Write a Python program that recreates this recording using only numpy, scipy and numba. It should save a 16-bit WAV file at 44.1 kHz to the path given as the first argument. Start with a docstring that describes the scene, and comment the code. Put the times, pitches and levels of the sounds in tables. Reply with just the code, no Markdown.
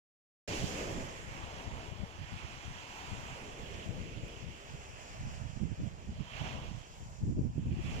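"""Small waves on a windy, sandy beach, heard from a hand-held phone with two microphone ports.
After half a second of silence the sound opens on breaking waves: each booms, roars, washes and leaves
hissing foam, reaching one port a moment before the other. Gentler waves follow, while gusts shed eddies
across each port on its own in a low flutter. A faint tick passes at 4.3 s. From about 5.5 s the wind
stiffens, opens up and thumps; it is strongest in the final second, as one last wave breaks."""
import sys
import numpy as np
from scipy import signal
from scipy.fft import rfft, irfft
from scipy.io import wavfile
from scipy.ndimage import uniform_filter1d, minimum_filter1d
from numba import njit

SR = 44100
rng = np.random.default_rng(int(sys.argv[2]) if len(sys.argv) > 2 else 0)


def transcribe(signal):
    """Save signal, clipped to [-1, 1], as a 16-bit WAV file at the path in sys.argv[1]."""
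    frames = np.atleast_2d(signal).T
    limited = np.clip(frames, -1, 1)
    pcm = np.round(limited * 32767).astype(np.int16)
    wavfile.write(sys.argv[1], SR, pcm)


N = 352800
TIME = np.arange(N) / SR
SLOW_TIME = TIME[::100]  # coarse clock for slow envelopes
FREQ = np.maximum(np.arange(N // 2 + 1) * SR / N, 1)

# gusts that strike one port: (time [s], port [-1 left, 1 right], level [dB], half length [s])
GUSTS = [(0.64, 1, -32.5, 0.019), (.648, -1, -44, 0.03), (0.98, 1, -41.5, 0.078), (1.29, -1, -45, .03),
         (1.441, -1, -45, 0.038), (1.68, -1, -37.5, 0.014), (1.753, 1, -39, .03), (1.92, -1, -42, 0.04),
         (2.004, -1, -41.5, .015), (2.036, -1, -38, .015), (2.218, 1, -40, 0.026),
         (2.343, -1, -41.5, 0.028), (2.448, 1, -43.5, 0.015), (2.681, -1, -41.5, .025),
         (3.133, -1, -36.5, .016), (3.32, 1, -45, 0.023), (3.623, 1, -43, 0.019), (3.893, -1, -34.5, .022),
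         (4.003, -1, -38.5, .06), (4.181, 1, -40, 0.035), (4.236, -1, -42.5, 0.023),
         (4.47, -1, -42.5, 0.047), (4.74, 1, -42.5, 0.028), (5.208, -1, -45, 0.013), (5.251, 1, -40, .04),
         (5.418, 1, -38.5, 0.018), (5.468, 1, -39.5, .025), (5.576, 1, -41.5, 0.014), (5.635, 1, -30, .04),
         (5.718, 1, -33.5, 0.018), (5.809, -1, -32, 0.016), (5.845, 1, -32, 0.038), (6.094, 1, -37, 0.019),
         (6.125, -1, -41, 0.045), (6.207, 1, -36, 0.026), (6.42, 1, -37, 0.045), (6.556, -1, -40.5, 0.053),
         (6.69, 1, -41, 0.052), (7.035, -1, -45, 0.033), (7.238, -1, -33, .018), (7.28, -1, -31, .018),
         (7.296, 1, -32, 0.062), (7.393, -1, -26.5, 0.022), (7.451, 1, -29, 0.037), (7.581, 1, -25, .013),
         (7.672, -1, -34, 0.035), (7.719, 1, -30, 0.021), (7.79, -1, -34.5, 0.021),
         (7.848, 1, -35.5, 0.019), (7.965, 1, -35.5, 0.032)]
# breaking waves: (crest [s], rise [s], hold [s], fall [s], side [-1 left to 1 right],
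# boom [dB], roar [dB], wash [dB], foam [dB], peak pitch [Hz], hollow pitch [Hz])
WAVES = [(.42, 0.067, 0.29, .2, -0.24, 13.5, 6, 12.5, 14, 5850, 1500),
         (0.746, 0.1, .13, .42, 0.13, 10, 5.5, 9, 8, 1900, 4300),
         (1.307, .13, 0.31, 1.14, -0.7, 1.4, 0, 3, -1.5, 6100, 2130),
         (2.31, 0.13, 0.045, 0.72, -0.82, -5, -2.5, 0.5, -1, 4360, 570),
         (2.89, .33, 0.44, 0.23, -0.42, -0.5, 2.5, 1.5, 0.5, 7600, 600),
         (3.332, 0.13, 0.6, 0.074, 0.13, 3.2, -2, 2.5, -1.5, 3000, 1390),
         (3.72, .08, .14, .04, .1, -6, -5, 0, -5, 2800, 1400),
         (3.994, 0.17, 0.23, 0.68, -0.18, 0.5, -8, 0.8, -3, 2800, 1450),
         (5.02, 0.97, .35, 0.46, 0.81, -3.5, -4.5, 1.5, -1.1, 5480, 470),
         (5.676, 0.12, 0.23, 0.3, 0.47, -3, -7, -3, -6, 600, 900),
         (6.364, 0.14, .14, .16, -1.04, 2.5, 3, 3.5, 5, 3210, 9900),
         (6.775, 0.32, 0.12, .85, .9, -10.5, -11.5, -7.5, -4, 1350, 670),
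         (7.886, .14, .15, 0.21, -0.16, 8, 5.5, 9, 4.5, 2700, 1700)]


def undb(db):
    """Decibels to gain."""
    return 10 ** (np.asarray(db) / 20)


def curves(table):
    """The columns of a table, joined by straight lines in time."""
    times, *columns = np.transpose(table)
    return np.array([np.interp(TIME, times, column) for column in columns])


def spectra(table, hz=FREQ):
    """The columns of a table, joined by straight lines in log frequency."""
    points, *columns = np.transpose(table)
    return np.array([np.interp(np.log(hz), np.log(points), column) for column in columns])


def walk(rate_hz):
    """A smooth random wobble: levels held 1 / rate_hz seconds and slewed twice, spread near 1."""
    step = max(int(SR / rate_hz), 1)
    held = np.repeat(rng.standard_normal(N // step + 2), step)
    slewed = uniform_filter1d(uniform_filter1d(held, step), step)
    return 1.3 * slewed[rng.integers(step):][:N]


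def steady(x, span_s):
    """Hold a noise near rms 1 over spans of this length, keeping its faster flutter."""
    span = max(int(span_s * SR), 1)
    return x / np.sqrt(uniform_filter1d(uniform_filter1d(x ** 2, span), span) + 1e-18)


@njit
def lowpass(x, hz, damping):
    """State-variable low-pass whose corner and damping move every sample."""
    y, band, low = np.empty(len(x)), 0., 0.
    for i in range(len(x)):
        g = np.tan(np.pi * hz[i] / SR)
        v = (band + g * (x[i] - low)) / (1 + g * (g + damping[i]))
        y[i] = low + g * v
        band, low = 2 * v - band, 2 * y[i] - low
    return y


def sand_tick(at_s=4.2812, left_db=-45, right_db=-53, decay_s=0.00032, low_cut_hz=7000):
    """A faint, bright tick, like a grain of sand blown against the phone."""
    age = TIME - at_s
    burst = rng.standard_normal((2, N)) * (age > 0) * np.exp(-np.abs(age) / decay_s)
    low_cut = signal.butter(2, low_cut_hz, "high", fs=SR, output="sos")
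    return undb([[left_db], [right_db]]) * signal.sosfilt(low_cut, burst)


def wind_pressure(port, waver_db=4.0, waver_hz=15):
    """Wind level in dB at one port: a wavering breeze, and gusts that swell and pass."""
    # the breeze, and which port faces it: (time [s], level [dB], right minus left [dB])
    breeze = [(.5, -53, 2), (1.05, -51.5, 6), (1.25, -56, -6), (2.3, -53.5, -3), (2.95, -57, 5),
              (3.2, -52.5, 2), (4.25, -52.5, 1), (4.6, -56.5, -4), (5.1, -53.5, -1), (5.4, -46, 3.5),
              (6.0, -51, 8), (6.7, -54.5, 9.5), (7.17, -53, -8), (7.3, -40.5, -2.5), (8, -40, 5.5)]
    breeze_db, facing_db = curves(breeze)
    breeze_power = undb(breeze_db + port * facing_db / 2 + waver_db * walk(waver_hz)) ** 2
    gust_power = sum((undb(db) * np.exp(-((SLOW_TIME - at_s) / half_s) ** 2 / 2)) ** 2
                     for at_s, struck, db, half_s in GUSTS if struck * port > 0)
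    return 10 * np.log10(breeze_power + np.interp(TIME, SLOW_TIME, gust_power))


def wind_flutter(pressure_db, colour_db, corner_hz=235, usual_db=-40, db_per_octave=23,
                 clump_db=5.5, usual_damping=1.46, damping_per_db=0.03, trim_db=1.54):
    """Eddies pass one port in clumps; faster air makes them louder, shorter and more alike in size."""
    eddies = rng.standard_normal(N) * undb(clump_db * walk(rate_hz=90))
    body = irfft(rfft(eddies) * undb(colour_db), N)
    excess_db = pressure_db - usual_db
    corner = np.clip(corner_hz * 2 ** (excess_db / db_per_octave), 60, 900)
    # a stiff gust sheds eddies more regularly, so the rumble peaks just under its corner
    damping = np.clip(usual_damping - damping_per_db * excess_db, .6, 2)
    rumble = lowpass(lowpass(body, corner, damping), corner, damping)
    return steady(rumble, span_s=0.034) * undb(pressure_db + trim_db)


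def buffets(over_gust_db=9, usual_hz=92, usual_db=-40, db_per_octave=19, core_ratio=2.4, core_db=-15):
    """A gust's vortex thumps: a pressure spike between two shallow troughs, tighter in faster air."""
    thumps = np.zeros((2, N))
    for at_s, port, db, _ in GUSTS:
        hz = usual_hz * 2 ** ((db - usual_db) / db_per_octave)
        near = np.abs(TIME - at_s) < 2 / hz
        phase_squared = (np.pi * hz * np.outer([1, core_ratio], TIME[near] - at_s)) ** 2
        swirl, core = (1 - 2 * phase_squared) * np.exp(-phase_squared)
        thumps[int(port > 0), near] += undb(db + over_gust_db) * (swirl + undb(core_db) * core)
    return thumps


def bubble_noise(left_ms, right_ms):
    """Noise of countless bubbles from one direction, with its delay to each port."""
    delay_s = np.array([[left_ms], [right_ms]]) / 1000
    return irfft(rfft(rng.standard_normal(N)) * np.exp(-2j * np.pi * FREQ * delay_s), N)


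def sea_at_ports(side, width=1.07):
    """Spectra of the sea at the two ports: surf from either side of the shore, and a diffuse rest."""
    # the sea's base colour at each port: (frequency [Hz], left [dB], right [dB])
    sea_colour = [(80, -82.5, -79.5), (322, -82, -82.5), (630, -80, -79), (975, -81.5, -81.5),
                  (1380, -92.9, -85.5), (2130, -92.5, -85.5), (2640, -94, -84), (3260, -96.5, -87.5),
                  (3740, -101.4, -96), (5600, -97, -95.5), (6500, -100, -95), (7070, -93.5, -95),
                  (8630, -109.6, -107.5), (12500, -118.9, -116.6), (16000, -119.6, -110.5)]
    # sound that arrives straight from the shore: (frequency [Hz], share of power [0-1])
    direct_share = [(100, 0.94), (600, 0.9), (1500, 0.52), (3500, 0.43), (7000, 0.28), (12000, 0)]
    left_share = np.clip(.5 - width * side, 0, 1)
    from_left = np.sqrt(left_share) * bubble_noise(left_ms=0, right_ms=0.3)
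    from_right = np.sqrt(1 - left_share) * bubble_noise(left_ms=0.376, right_ms=0)
    share = np.clip(spectra(direct_share), 0, 1)
    direct = np.sqrt(share) * rfft(from_left + from_right)
    diffuse = np.sqrt(1 - share) * rfft(rng.standard_normal((2, N)))
    return (direct + diffuse) * undb(spectra(sea_colour)) * np.sqrt(SR / 2)


def wave_power():
    """Each wave swells, holds and dies away, its low parts last to arrive: power by wave, part, time."""
    # how boom, roar, wash and foam follow the crest: (delay [s], hold [ratio], fall [ratio])
    part_timing = [(0.087, 1.41, 0.56), (0.078, 0.93, 0.65), (0.0027, 0.87, 1.24), (0.015, 0.91, 1.36)]
    delay_s, hold_ratio, fall_ratio = np.transpose(part_timing)[:, :, None]
    power = []
    for crest_s, rise_s, hold_s, fall_s, _, *part_db, _, _ in WAVES:
        age = SLOW_TIME - crest_s - delay_s
        attack = np.maximum(-age, 0) / rise_s
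        release = np.maximum(age - hold_s * hold_ratio, 0) / (fall_s * fall_ratio)
        power.append((undb(part_db)[:, None] * np.exp(-attack - release)) ** 2)
    return np.array(power)


def wave_tone(hz, peak_db=3.0, peak_octaves=0.22, hollow_db=-5.0, hollow_octaves=0.58):
    """Each wave's own EQ in dB at this pitch: a narrow peak and a broad hollow."""
    from_peak, from_hollow = np.log2(hz / np.array(WAVES)[:, -2:].T)
    peak = peak_db * np.exp(-(from_peak / peak_octaves) ** 2)
    hollow = hollow_db * np.exp(-(from_hollow / hollow_octaves) ** 2)
    return peak + hollow


def surf(churn_db=.5, drift_db=0.6, flicker_db=1.22, trim_db=-0.42):
    """Plunging water booms, big bubbles roar, small ones wash and foam hisses."""
    # bed of distant surf between the waves: (boom [dB], roar [dB], wash [dB], foam [dB])
    far_surf_db = [-17, -7.5, -15.5, -9]
    # the phone's body colours a wave from the right, and one from the left the opposite way:
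    # (frequency [Hz], left port [dB], right port [dB])
    body_shade = [(282, -3.5, 2.3), (496, -3.5, 8.5), (770, -6, 3.5), (1140, -4, -0.5), (1590, 2.2, -2.5),
                  (2500.0, 0.5, -5.5), (4300.0, 3, -4.0), (5600.0, 1.5, -2.2), (7200.0, 5.5, 0.5),
                  (9000.0, 2.5, -3), (13000.0, 0, -2.0)]
    # the part a band belongs to: (frequency [Hz], boom [0-1], roar [0-1], wash [0-1], foam [0-1])
    parts = [(400, 1, 0, 0, 0), (700, 0, 1, 0, 0), (950, 0, 1, 0, 0),
             (1700, 0, 0, 1, 0), (3000, 0, 0, 1, 0), (5000, 0, 0, 0, 1)]
    power, sides = wave_power(), np.array(WAVES)[:, 4]
    # the sea is heard from where its loudest waves are
    weight = power.sum(axis=1) + 1e-18
    sea = sea_at_ports(np.interp(TIME, SLOW_TIME, sides @ weight / weight.sum(axis=0)))
    centres_hz = np.geomspace(280, 13000, 20)
    # all bands churn together; each drifts and flickers alone
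    mix, churn = 0, churn_db * walk(rate_hz=22)
    for hz, solo in zip(centres_hz, np.eye(len(centres_hz))):
        band = irfft(sea * np.interp(FREQ, centres_hz, solo), N)
        blend = spectra(parts, hz)
        colour = undb(np.outer(spectra(body_shade, hz), sides) + wave_tone(hz)) ** 2
        port_power = colour @ (blend @ power) + undb(blend @ far_surf_db) ** 2
        swell = np.array([np.interp(TIME, SLOW_TIME, level) for level in np.sqrt(port_power)])
        motion_db = churn + drift_db * walk(rate_hz=3.146) + flicker_db * walk(rate_hz=35)
        mix = mix + band * swell * undb(trim_db + motion_db)
    return mix


def scene():
    """The sea all around, separate wind on each port, and one faint tick."""
    # body of the wind's flutter at each port: (frequency [Hz], left [dB], right [dB])
    flutter_colour = [(10, -12, -10), (25, -10, -6), (50, -2.5, 0), (90, 0.5, 1.5), (130, 2, 0.5),
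                      (199, -2.5, -2), (346, -7.5, -9.5), (700, -6.5, -14)]
    wind = np.array([wind_flutter(wind_pressure(port), colour_db)
                     for port, colour_db in zip((-1, 1), spectra(flutter_colour))])
    return surf() + wind + buffets() + sand_tick()


def gain_control(x, threshold_db=-35, slope=0.24, sense_s=0.032, hold_s=0.327):
    """The phone ducks both channels when either gets loud, and holds that for a moment."""
    sense, half_hold = int(sense_s * SR), int(hold_s * SR / 2)
    level_db = 10 * np.log10(np.abs(uniform_filter1d(x ** 2, sense)).max(axis=0) + 1e-18)
    gain_db = -slope * np.maximum(level_db - threshold_db, 0)
    held_db = minimum_filter1d(gain_db, 2 * half_hold + 1, origin=half_hold)
    return x * undb(uniform_filter1d(held_db, sense))


def record(dry):
    """The microphone opens abruptly after a short silence; loud moments duck the level; the top is cut."""
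    open_s, fade_s, top_hz = .476, .002, 15300
    opened = np.clip((TIME - open_s) / fade_s, 0, 1)
    high_cut = signal.ellip(10, .2, 80, top_hz, fs=SR, output="sos")
    return signal.sosfilt(high_cut, gain_control(dry * opened))


dry = scene()
out = record(dry)
transcribe(out)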